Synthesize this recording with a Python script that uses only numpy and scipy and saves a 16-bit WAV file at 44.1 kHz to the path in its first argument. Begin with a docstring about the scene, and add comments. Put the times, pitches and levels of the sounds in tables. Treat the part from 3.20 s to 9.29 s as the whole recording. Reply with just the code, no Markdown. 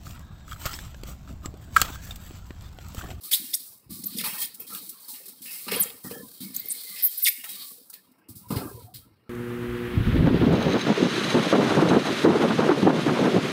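"""Inside a metal oven cavity, hands work out a foam packing block, heard by a small close microphone, bright on top.
Rubbing foam is one stream of random bead slips, as fine hiss and through block, cavity and carton resonances.
Short scuffs lift that stream; gliding slip cycles squeak, noise bursts snap, faint thin tones flicker.
Knocks ring the modes of the sheet-metal casing, which also drones low; squeaks and snaps echo; room tone below."""
import sys
import numpy as np
from scipy import signal
from scipy.fft import rfft, irfft, next_fast_len
from scipy.io import wavfile

SR = 44100
rng = np.random.default_rng(int(sys.argv[2]) if len(sys.argv) > 2 else 0)


def unload_audio(sound):
    """Save the sound as a 16-bit wav file, at the path given as the first command line argument."""
    columns = np.transpose(np.atleast_2d(sound))
    # keep every value between -1 and 1, then stretch to whole-number steps
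    steps = np.round(np.clip(columns, -1, 1) * 32767)
    wavfile.write(sys.argv[1], SR, steps.astype(np.int16))


N = 268745
TIME = np.arange(N) / SR
CUTOFF_HZ = 15600

# casing shaken by the load, one table from jolt to jolt: (time [s], panel drone [dB], deep drone [dB])
CASING_SHAKE = [
    [(0.0, -71.5, -80.5), (0.7, -68.5, -70), (0.85, -68, -66), (0.97, -69, -82), (1.13, -61, -67),
     (1.82, -66.5, -85), (2.17, -68, -94), (2.59, -52, -83), (2.83, -69, -87)],
    [(2.85, -45, -75), (3.04, -66.5, -75), (3.42, -62, -68), (3.8, -76, -97), (4.06, -97, -101),
     (4.34, -73, -88.5), (4.78, -70, -82.5), (5.12, -65, -71), (5.29, -64.5, -50)],
    [(5.305, -63, -46), (5.413, -35, -52), (5.487, -40, -46), (5.557, -61.5, -44), (5.797, -68, -46.5),
     (5.957, -69, -57.5), (6.09, -68.5, -73)],
]
# colour of the small microphone, shared by hiss, squeaks and snaps: (frequency [Hz], density [dB per Hz])
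MIC_COLOUR = [(590, -51.5), (1000, -15.5), (1080, -39.5), (1200, -9.5), (1710, -15.5), (2060, 0),
              (2450, -9), (3870, 1), (5270, -4.5), (6870, -12.5), (8160, -4), (12300, -3), (15500, 1)]


def amp(db):
    """Decibels to gain."""
    return 10 ** (np.asarray(db) / 20)


def rms_one(x):
    """Scale to rms 1."""
    return x / np.sqrt(np.mean(x ** 2) + 1e-20)


def in_time(rows, t):
    """Columns of a curve, read at times t."""
    s, *columns = np.transpose(rows)
    return [np.interp(t, s, c) for c in columns]


def at_hz(points, hz):
    """Gain of a spectrum table at hz, interpolated over log frequency."""
    f, db = np.transpose(points)
    return amp(np.interp(np.log(np.maximum(hz, 1)), np.log(f), db))


def coloured(x, points):
    """Filter by a spectrum table."""
    size = next_fast_len(len(x) + 512)
    hz = np.arange(size // 2 + 1) * SR / size
    return irfft(rfft(x, size) * at_hz(points, hz), size)[:len(x)]


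def drift(rate_hz, size=N):
    """Slow chance of rms 1: noise through two one-pole low-passes."""
    r = np.exp(-2 * np.pi * rate_hz / SR)
    run_in = 4000
    once = signal.lfilter([1 - r], [1, -r], rng.standard_normal(size + run_in))
    twice = signal.lfilter([1 - r], [1, -r], once)
    return rms_one(twice[run_in:])


def ring(x, hz, t60_s):
    """Two-pole resonance: a unit click sets a decaying sine of height 1 ringing."""
    r, w = amp(-60 / (t60_s * SR)), 2 * np.pi * hz / SR
    return signal.lfilter([0, np.sin(w)], [1, -2 * r * np.cos(w), r * r], x + 1e-18)


def beads(per_s, spread_db):
    """Random clicks as foam beads let go, a few much harder than the rest."""
    hardness = np.minimum(rng.exponential(1, N), 5)
    sizes = amp(spread_db * hardness) * rng.choice([-1, 1], N)
    return rms_one(sizes * (rng.random(N) < per_s / SR))


def resonant(x, peaks, patchy_db, patch_rate_hz):
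    """Each resonance, applied twice, comes and goes on its own as the contact moves."""
    out = 0
    for hz, width_hz, level_db in peaks:
        t60_s = np.log(1000) / (np.pi * width_hz)
        gain = amp(level_db + patchy_db * drift(patch_rate_hz))
        out = out + gain * rms_one(ring(ring(x, hz, t60_s), hz, t60_s))
    return rms_one(out)


def dying_noise(x, t60_s):
    """Convolve with a dense decaying noise tail of unit energy."""
    tail = rng.standard_normal(SR // 2) * amp(-60 * TIME[:SR // 2] / t60_s)
    return signal.fftconvolve(x, tail / np.sqrt(np.sum(tail ** 2)))[:N]


def room_tone(level_db=-74):
    """Steady noise shaped to the colour of the room."""
    # (frequency [Hz], density [dB per Hz])
    room_colour = [(24, -30), (40, -18), (139, -7.5), (294, 6), (949, -3.5), (1100, 1), (1280, -7.5),
                   (2510, -18), (2710, -34.5), (15500, -39.5)]
    return amp(level_db) * rms_one(coloured(rng.standard_normal(N), room_colour))


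def rattle(s, level_db, rise_s=0.005, fade_s=0.08):
    """After each knock the loose parts go on jolting the casing for a while: power in time."""
    power = np.zeros(N)
    for start, gain in zip((s * SR).astype(int), amp(level_db)):
        t = TIME[:min(SR // 2, N - start)]
        shape = np.minimum(t / rise_s, 1) * np.exp(-t / fade_s)
        power[start:start + len(t)] += (gain * shape) ** 2
    return power


def casing(crest_db=9.5, contact_cycles=1.93, upper_drone_db=-9):
    """Soft knocks set modes going with random strengths and signs; the shifting load keeps them droning."""
    # blows: (time [s], peak [dB], deep modes [dB re peak], upper modes [dB re peak])
    knocks = [(0.014, -47, -16, -8.5), (0.195, -40.5, -33, -23), (0.657, -62.5, 26.5, -20),
              (0.692, -29, -4, -46.5), (0.718, -55, -14, -18), (0.78, -36, -16, -29),
              (0.83, -33.5, -34, -19), (0.943, -29, -31, -28), (0.964, -34.5, -35, -9.5),
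              (1.006, -32, -40, -5.5), (1.181, -72, -4, -8), (1.397, -57.5, -20, 10),
              (1.5, -39.5, -35, -14), (1.529, -53, -34, 3), (1.552, -42.5, -34, -6), (1.877, -53, -33, -24),
              (2.001, -64.5, -20, 17.5), (2.087, -48.5, -31, -7), (2.204, -43.5, -42, -32),
              (2.249, -52, -30, 1), (2.466, -32, -39, -3.5), (2.518, -27, -6, 4.5), (2.696, -49.5, -31, 9),
              (2.843, -28, -6, -11), (2.909, -32, -9.5, 3.5), (2.959, -32.5, -29, -9),
              (3.204, -26.5, -36, -50), (3.246, -35, -27, -46), (3.298, -38.5, -20, -15.5),
              (3.444, -55.5, -5, 14.5), (3.691, -48.5, -28, -26), (3.741, -62, -35, -4),
              (4.18, -49, -35, -32), (4.287, -52, -30, -8), (4.336, -52, -30, -4), (4.381, -49, -11, -21.5),
              (4.509, -51.5, -25, 0.5), (4.731, -67, -26, 6), (5.086, -34, -2.5, -28),
              (5.302, -20.5, -2, -4.5), (5.352, -29.5, 7, 3), (5.375, -41, -21, 3), (5.409, -38, -4, -2),
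              (5.434, -34, -12, -3), (5.548, -46, -5, 3), (5.669, -54, -8, -49), (5.752, -51.5, 18, -32),
              (5.86, -51.5, -8.5, -15)]
    # casing modes, low to high: (frequency [Hz], level [dB], t60 of a knock [s])
    deep = [(66, -14, 0.087), (111.4, -0.5, 0.12)]
    panel = [(148.7, -15.5, 0.52), (192.7, -2.5, 0.22), (220, -3.5, 0.14), (257.8, -1, 0.14),
             (321, -6.5, 0.16)]
    upper = [(394.4, 0, .1), (470, 3.5, 0.14), (532, -6.5, 0.11), (580.6, -14, 0.34), (767, -10, 0.094)]
    s, peak_db, deep_db, upper_db = np.transpose(knocks)
    panel_drone_db, deep_drone_db = in_time(np.concatenate(CASING_SHAKE), TIME)
    groups = (
        (deep, deep_db, deep_drone_db),
        (panel, 0, panel_drone_db),
        (upper, upper_db, panel_drone_db + upper_drone_db),
    )
    at, out = (s * SR).astype(int), 0
    for modes, re_db, drone_db in groups:
        luck_db = rng.normal(0, 1.94, (len(s), len(modes)))
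        sign = rng.choice([-1, 1], (len(s), len(modes)))
        drone = 0
        for (hz, level_db, t60_s), chance_db, side in zip(modes, luck_db.T, sign.T):
            blows = np.zeros(N)
            blows[at] = side * amp(peak_db + re_db + level_db + chance_db - crest_db)
            # foam gives way: the mode builds up over a cycle or two
            swell = np.hanning(int(contact_cycles * SR / hz) + 3)
            push = 2 * swell * np.sin(2 * np.pi * hz * TIME[:len(swell)]) / swell.sum()
            out = out + ring(signal.oaconvolve(blows, push)[:N], hz, t60_s)
            jolts = signal.oaconvolve(beads(450, spread_db=7.5), push)[:N]
            gain = amp(level_db + 2.4 * drift(5.3))
            drone = drone + gain * rms_one(ring(jolts, hz, 0.48 * t60_s))
        level = np.sqrt(amp(drone_db) ** 2 + rattle(s, peak_db + re_db - 11.5))
        out = out + level * rms_one(drone)
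    return out


def thin_tones(width_share=0.028, fade_s=0.022):
    """Faint, thin flickering tones: slow noise on a gliding sine and cosine, a narrow rough band."""
    # (time [s], length without fades [s], start [Hz], end [Hz], level [dB])
    tone_rows = [(0.024, 0.038, 1217, 1250, -57), (0.697, 0.069, 1154, 1165, -63.5),
                 (0.83, 0.077, 1195, 1176, -67.5), (1.392, 0.03, 2590, 2510, -60),
                 (1.488, 0.088, 1250, 1232, -55.5), (1.722, 0.047, 1127, 1086, -60),
                 (1.814, 0.11, 4600, 3810, -59), (2.426, 0.083, 2310, 2400, -67),
                 (2.839, 0.023, 1920, 1780, -48.5), (2.848, 0.14, 1365, 1294, -64),
                 (2.864, 0.097, 3200, 3150, -59.5), (1.952, 0.04, 1990, 1960, -74),
                 (2.018, 0.025, 2700, 2480, -67), (2.903, 0.22, 5480, 4500, -72),
                 (2.915, 0.076, 1700, 1750, -52.5), (2.979, 0.06, 1063, 1005, -66),
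                 (3.218, 0.044, 2260, 2190, -56.5), (3.366, 0.16, 2080, 2200, -57.5),
                 (3.416, 0.065, 3070, 3170, -62), (3.688, 0.036, 1210, 1150, -61),
                 (3.655, 0.203, 2060, 2000, -54.5), (4.107, .13, 2140, 2160, -59.5),
                 (3.967, 0.026, 1584, 1580, -61), (4.237, 0.045, 823, 836, -60),
                 (4.35, 0.138, 1195, 1130, -62.5), (4.728, 0.045, 1768, 1760, -67),
                 (4.729, 0.034, 2600, 2600, -68), (5.234, 0.0091, 984, 1010, -55.5),
                 (5.527, 0.057, 1020, 955, -53), (5.643, 0.047, 719, 732, -56.5),
                 (5.781, 0.068, 1350, 1300, -71.5)]
    out = np.zeros(N)
    for s, length_s, start_hz, end_hz, level_db in tone_rows:
        t = TIME[:int((length_s + 2 * fade_s) * SR)]
        phase = 2 * np.pi * np.cumsum(np.linspace(start_hz, end_hz, len(t))) / SR
        a = drift(width_share * start_hz, size=SR // 2)[:len(t)]
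        b = drift(width_share * start_hz, size=SR // 2)[:len(t)]
        flicker = amp(3.2 * drift(25, size=SR // 2))[:len(t)]
        tone = flicker * (a * np.sin(phase) + b * np.cos(phase))
        fade = np.clip(np.minimum(t, t[-1] - t) / fade_s, 0, 1)
        at = int(s * SR)
        out[at:at + len(t)] += amp(level_db) * tone * fade
    return out


def block_db(hiss_db, cavity_db, follows_hiss=0.57, offset_db=-4):
    """The block's ring lies between the hiss and the cavity ring, plus an offset."""
    return offset_db + follows_hiss * hiss_db + (1 - follows_hiss) * cavity_db


def scuff_levels(crest_db, rise_s, fade_per_hold=1.83):
    """Power of the four rubbing layers as the foam catches: quick rise, short hold, decay."""
    # (time [s], peak [dB], cavity ring [dB re peak], carton ring [dB re peak], hold [s])
    scuffs = [(.0094, -34, -41, -23, .018), (.0343, -23.5, -38, -47, .028),
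              (0.1128, -9.5, -20.5, -52, 0.023), (0.459, -30.5, -33, -23.5, 0.021),
              (.5194, -37.5, -39.5, -22, 0.017), (0.7046, -26, -28.5, -44, 0.036),
              (1.0394, -13.5, -14, -13.5, 0.026), (1.1343, -21.5, -22, -13, 0.023),
              (1.181, -18.5, -25, -31, 0.013), (1.2017, -15, -43, -32, 0.013),
              (1.2157, -11.5, -22.5, -35, 0.013), (1.342, -26, -56, -45, 0.0069),
              (1.397, -29.5, -21, -21.5, 0.021), (1.468, -28, -24, -33, 0.03), (1.5, -28.5, -19, -13, 0.02),
              (1.5276, -22.5, -22.5, -32, 0.027), (1.5554, -25.5, -23, -20, 0.019),
              (1.6167, -28.5, -34, -35, 0.055), (1.691, -19, -46, -46, 0.0064),
              (1.7994, -33.5, -45, -20.5, 0.051), (1.882, -23.5, -35, -28, 0.034),
              (1.938, -29, -15, -32, 0.021), (2.057, -27, -36, -32, 0.0071),
              (2.0807, -25, -29, -25, 0.0078), (2.218, -26.5, -30, -47, 0.067),
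              (2.255, -32, -5, -41, 0.039), (2.3074, -23, -19.5, -31, 0.047), (2.481, -22, -5, -5, 0.0078),
              (2.5133, -17, -8.5, -9, 0.039), (2.697, -36, -3, -19, 0.0053),
              (2.841, -32, -23.5, -20, 0.013), (2.9024, -28.5, -12, -11, 0.013),
              (3.204, -24.5, -27.5, -38, 0.034), (3.3423, -21.5, -35, -48, 0.013),
              (3.76, -27.5, -10.5, -39, 0.033), (3.935, -46, -26, -45, 0.0066),
              (4.2374, -25, -6.5, -12, 0.012), (4.29, -22, -16, -36, .016),
              (4.699, -24.5, -73, -24, 0.0049), (4.73, -30, -17, -24, 0.014),
              (4.916, -47, -34, -20, 0.0043), (4.9832, -53.5, -30, 0.5, 0.0071),
              (5.0866, -31, -52, -22, 0.016), (5.154, -31, -38, -37, 0.025), (5.2854, -34, -23, -16, .015),
              (5.3036, -24, -13.5, 0.5, 0.022), (5.3592, -22.5, -9, -4, 0.017),
              (5.74, -28.5, -24, -43, 0.02)]
    power = np.zeros((4, N))
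    for s, peak_db, cavity_db, carton_db, hold_s in scuffs:
        i = slice(max(int((s - .01) * SR), 0), int((s + .5) * SR))
        t = TIME[i] - s
        rise = np.clip(t / rise_s + .5, 0, 1)
        decay = np.exp(-np.maximum(t - hold_s, 0) / max(fade_per_hold * hold_s, .002))
        layers_db = np.array([0, block_db(0, cavity_db) - 0.5, cavity_db, carton_db])
        gains = amp(peak_db - crest_db + layers_db)[:, None]
        power[:, i] += (gains * (rise * decay)) ** 2
    return power


def rubbing(carton_offset_db=-5.5):
    """One stream of bead slips heard as treble hiss and through block, cavity and carton resonances."""
    # steady rubbing, one table a pull: (time [s], bead hiss [dB], cavity ring [dB])
    pulls = [
        [(0.0, -70, -75), (0.09, -44.5, -63), (0.268, -35.5, -57), (0.404, -39.5, -66), (0.528, -49, -79),
         (0.69, -67, -77)],
        [(0.7, -47, -67), (0.76, -43, -80), (0.88, -40.5, -73), (1.01, -37, -47.5), (1.13, -37.5, -48),
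         (1.27, -49, -53), (1.38, -49.5, -74), (1.67, -66, -73.5), (2.04, -44.5, -66), (2.29, -52.5, -82),
         (2.43, -37, -68), (2.51, -41, -44), (2.67, -45, -56), (2.83, -48.5, -95)],
        [(2.845, -36, -74), (2.993, -43.5, -76), (3.195, -46.5, -77)],
        [(3.205, -53.5, -81), (3.283, -51, -70), (3.403, -42.5, -58.5), (3.559, -36, -63.5), (3.961, -36, -62),
         (4.055, -34, -53.5), (4.217, -39, -50.5), (4.341, -38, -56), (4.493, -38, -64), (4.603, -49.5, -84),
         (4.879, -65, -79.5), (5.08, -84, -73.5)],
        [(5.09, -72, -74), (5.308, -55, -74), (5.432, -41.5, -67), (5.664, -53, -78.5), (5.735, -67.5, -99)],
        [(5.745, -64, -88), (5.903, -77, -77), (6.09, -81, -76.5)],
    ]
    # resonances fed by rubbing: (frequency [Hz], width of one pass [Hz], level [dB])
    block_peaks = [(3240, 97, 1.5), (3884, 180, 0.5), (4405, 1270, 14), (5008, 650, 5.5), (5394, 280, -1)]
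    cavity_peaks = [(1851, 140, -1), (1990, 76, -7), (2118, 75, -2), (2258, 91, -2.5), (2631, 300, 2),
                    (2810, 140, 0)]
    carton_peaks = [(737, 240, -2), (861, 55, 0.5), (1014, 140, 3.5), (1199, 84, 2.5), (1330, 91, 2),
                    (1600, 86, -2.5)]
    hiss_db, cavity_db = in_time(np.concatenate(pulls), TIME)
    # the carton rings with the shaken panel
    carton_db = carton_offset_db + in_time(np.concatenate(CASING_SHAKE), TIME)[0]
    layers_db = np.array([hiss_db, block_db(hiss_db, cavity_db), cavity_db, carton_db])
    steady = amp(layers_db + 1.3 * drift(49))
    level = np.sqrt(steady ** 2 + scuff_levels(crest_db=11.0, rise_s=0.0049))
    slips = beads(16000, spread_db=2.5)
    treble = signal.butter(4, 5600, "high", fs=SR, output="sos")
    hiss = rms_one(signal.sosfilt(treble, coloured(slips, MIC_COLOUR)))
    block = resonant(slips, block_peaks, patchy_db=6.0, patch_rate_hz=5.6)
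    cavity = resonant(slips, cavity_peaks, patchy_db=3.0, patch_rate_hz=14)
    carton = resonant(slips, carton_peaks, patchy_db=4.5, patch_rate_hz=12)
    return np.sum(level * [hiss, block, cavity, carton], axis=0)


def snaps(rise_s=0.00067, fade_s=0.0014):
    """A stuck edge lets go: milliseconds of high-passed noise in the microphone's colour, dying at once."""
    # (time [s], nominal peak [dB], high-pass corner [Hz])
    snap_rows = [(1.044, -39, 900), (1.205, -58, 3500), (1.353, -29, 4000), (1.549, -14, 4000),
                 (1.695, -32, 3500), (2.260, -23, 1500), (2.483, -21, 900), (2.518, -11, 600),
                 (2.702, -23, 700), (4.089, -11, 6010), (4.241, -18, 800), (4.739, -19, 3500)]
    out, t = np.zeros(N), TIME[:SR // 20]
    noise = rng.standard_normal((len(snap_rows), len(t)))
    shape = np.minimum(t / rise_s, 1) * np.exp(-t / fade_s)
    for (s, peak_db, low_hz), burst in zip(snap_rows, noise):
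        high_pass = signal.butter(2, low_hz, "high", fs=SR, output="sos")
        bright = signal.sosfilt(high_pass, coloured(burst, MIC_COLOUR))
        at = int(s * SR)
        out[at:at + len(t)] += amp(peak_db) / 2 * rms_one(bright) * shape
    return out


def squeaks(wobble_hz=1500, slope=0.16, edge_power=2.2, fade_s=0.001):
    """Stick-slip cycles give overtones of a gliding slip rate; roughness wobbles it, smearing them to hiss."""
    # (start [s], time of the middle rate [s], end [s], start, middle and end slip rate [Hz] x 3,
    #  middle level [dB], start and end level [dB re middle] x 2, roughness [0-1]);
    # a middle before the start leaves only the last glide
    squeak_rows = [(0.118, 0.14, .160, 2620, 3710, 5000, -19, -39, -11.5, .17),
                   (0.331, 0.344, .361, 2496, 6050, 15550, -21, -28, -23, 0.23),
                   (0.832, 0.843, .848, 3800, 8270, 9600, -33, -32, -14, .33),
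                   (0.856, 0.869, .877, 14600, 14340, 10500, -27.5, -6, -31, 0.065),
                   (.962, 0.982, .985, 2800, 9500, 5460, -35.5, -11, 15, 0.058),
                   (.985, 0.995, 1.016, 4515, 3004, 1180, -33, 12.5, 1, 0.29),
                   (1.234, 1.245, 1.260, 3450, 4000, 10200, -36, -20, 4, 0.45),
                   (1.398, 1.408, 1.420, 12500, 14600, 15000, -36.5, -6, -11, 0.094),
                   (2.56, 2.547, 2.570, 15000, 12860, 10400, -22, -8, -20, 0.14),
                   (2.594, 2.601, 2.640, 14530, 14460, 6520, -20.5, -15, -6.5, 0.12),
                   (3.359, 3.366, 3.371, 6480, 7120, 8700, -25, -43, -33, 0.086),
                   (3.394, 3.389, 3.403, 15500, 15500, 14000, -23, -28.5, -14.5, .07),
                   (3.457, 3.456, 3.462, 14100, 14300, 14600, -32, -10, -6, .05),
                   (3.485, 3.487, 3.488, 13000, 13500, 14400, -26, -17, 8, .04),
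                   (3.493, 3.514, 3.530, 10450, 7450, 13800, -26.5, -13, -9, 0.095),
                   (3.823, 3.854, 3.880, 14160, 14500, 14500, -15, -14, -15, 0.22),
                   (3.842, 3.862, 3.866, 12300, 12080, 12800, -26.5, -9.5, -5.5, 0.07),
                   (3.973, 3.98, 3.998, 14100, 13200, 15100, -27.5, -10, -9, 0.24),
                   (4.019, 4.041, 4.050, 14400, 13560, 7020, -20, -17.5, -8, .13),
                   (4.046, 4.071, 4.088, 5993, 2120, 2300, -18.5, -10.5, -1, .22),
                   (4.084, 4.08, 4.102, 5950, 10100, 14400, -20, -7, -13.5, 0.11)]
    out, k = np.zeros(N), np.arange(1, 10)[:, None]
    for s, middle, end, *hz, middle_db, start_db, end_db, rough in squeak_rows:
        i = slice(int(s * SR), int(end * SR))
        t = TIME[i]
        rate_hz = np.exp(np.interp(t, [s, middle, end], np.log(hz)))
        # the level stays near its middle value and changes late
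        away = np.interp(t, [s, middle, end], [-1, 0, 1])
        level_db = middle_db + np.where(away < 0, start_db, end_db) * np.abs(away) ** edge_power
        fade = np.clip(np.minimum(t - s, end - t) / fade_s, 0, 1)
        wobble = np.tanh(drift(wobble_hz, size=SR // 8))[:len(rate_hz)]
        wobbly_hz = rate_hz * np.exp(np.clip(rough, .04, 1) * wobble)
        phase = 2 * np.pi * np.cumsum(wobbly_hz) / SR
        share = k ** -slope * (k * rate_hz < CUTOFF_HZ)
        tone = np.sum(share * (k * wobbly_hz < SR / 2) * np.sin(k * phase), axis=0)
        # expected rms after the microphone's colour
        size = np.sqrt(np.sum((share * at_hz(MIC_COLOUR, k * rate_hz)) ** 2, axis=0) / 2)
        # the grip flutters from slip to slip
        grain = amp(2 * drift(600, size=SR // 8))[:len(rate_hz)]
        out[i] += coloured(tone * grain * fade * amp(level_db) / size, MIC_COLOUR)
    return out


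def scene():
    """Squeaks and snaps ring on in the block's many small modes, then echo in the metal cavity; all layers add."""
    catches = squeaks() + snaps()
    catches = catches + amp(-3.5) * dying_noise(catches, t60_s=0.017)
    echo = amp(-13.5) * dying_noise(catches, t60_s=0.36)
    background = room_tone()
    return (rubbing() + catches + echo + casing() + thin_tones() + background)[None, :]


def record(dry):
    """The small microphone loses the deep bass; the top is cut steeply."""
    thin = signal.sosfilt(signal.butter(2, 60, "high", fs=SR, output="sos"), dry)
    return signal.sosfilt(signal.ellip(12, .5, 75, CUTOFF_HZ, fs=SR, output="sos"), thin)


dry = scene()
out = record(dry)
unload_audio(out)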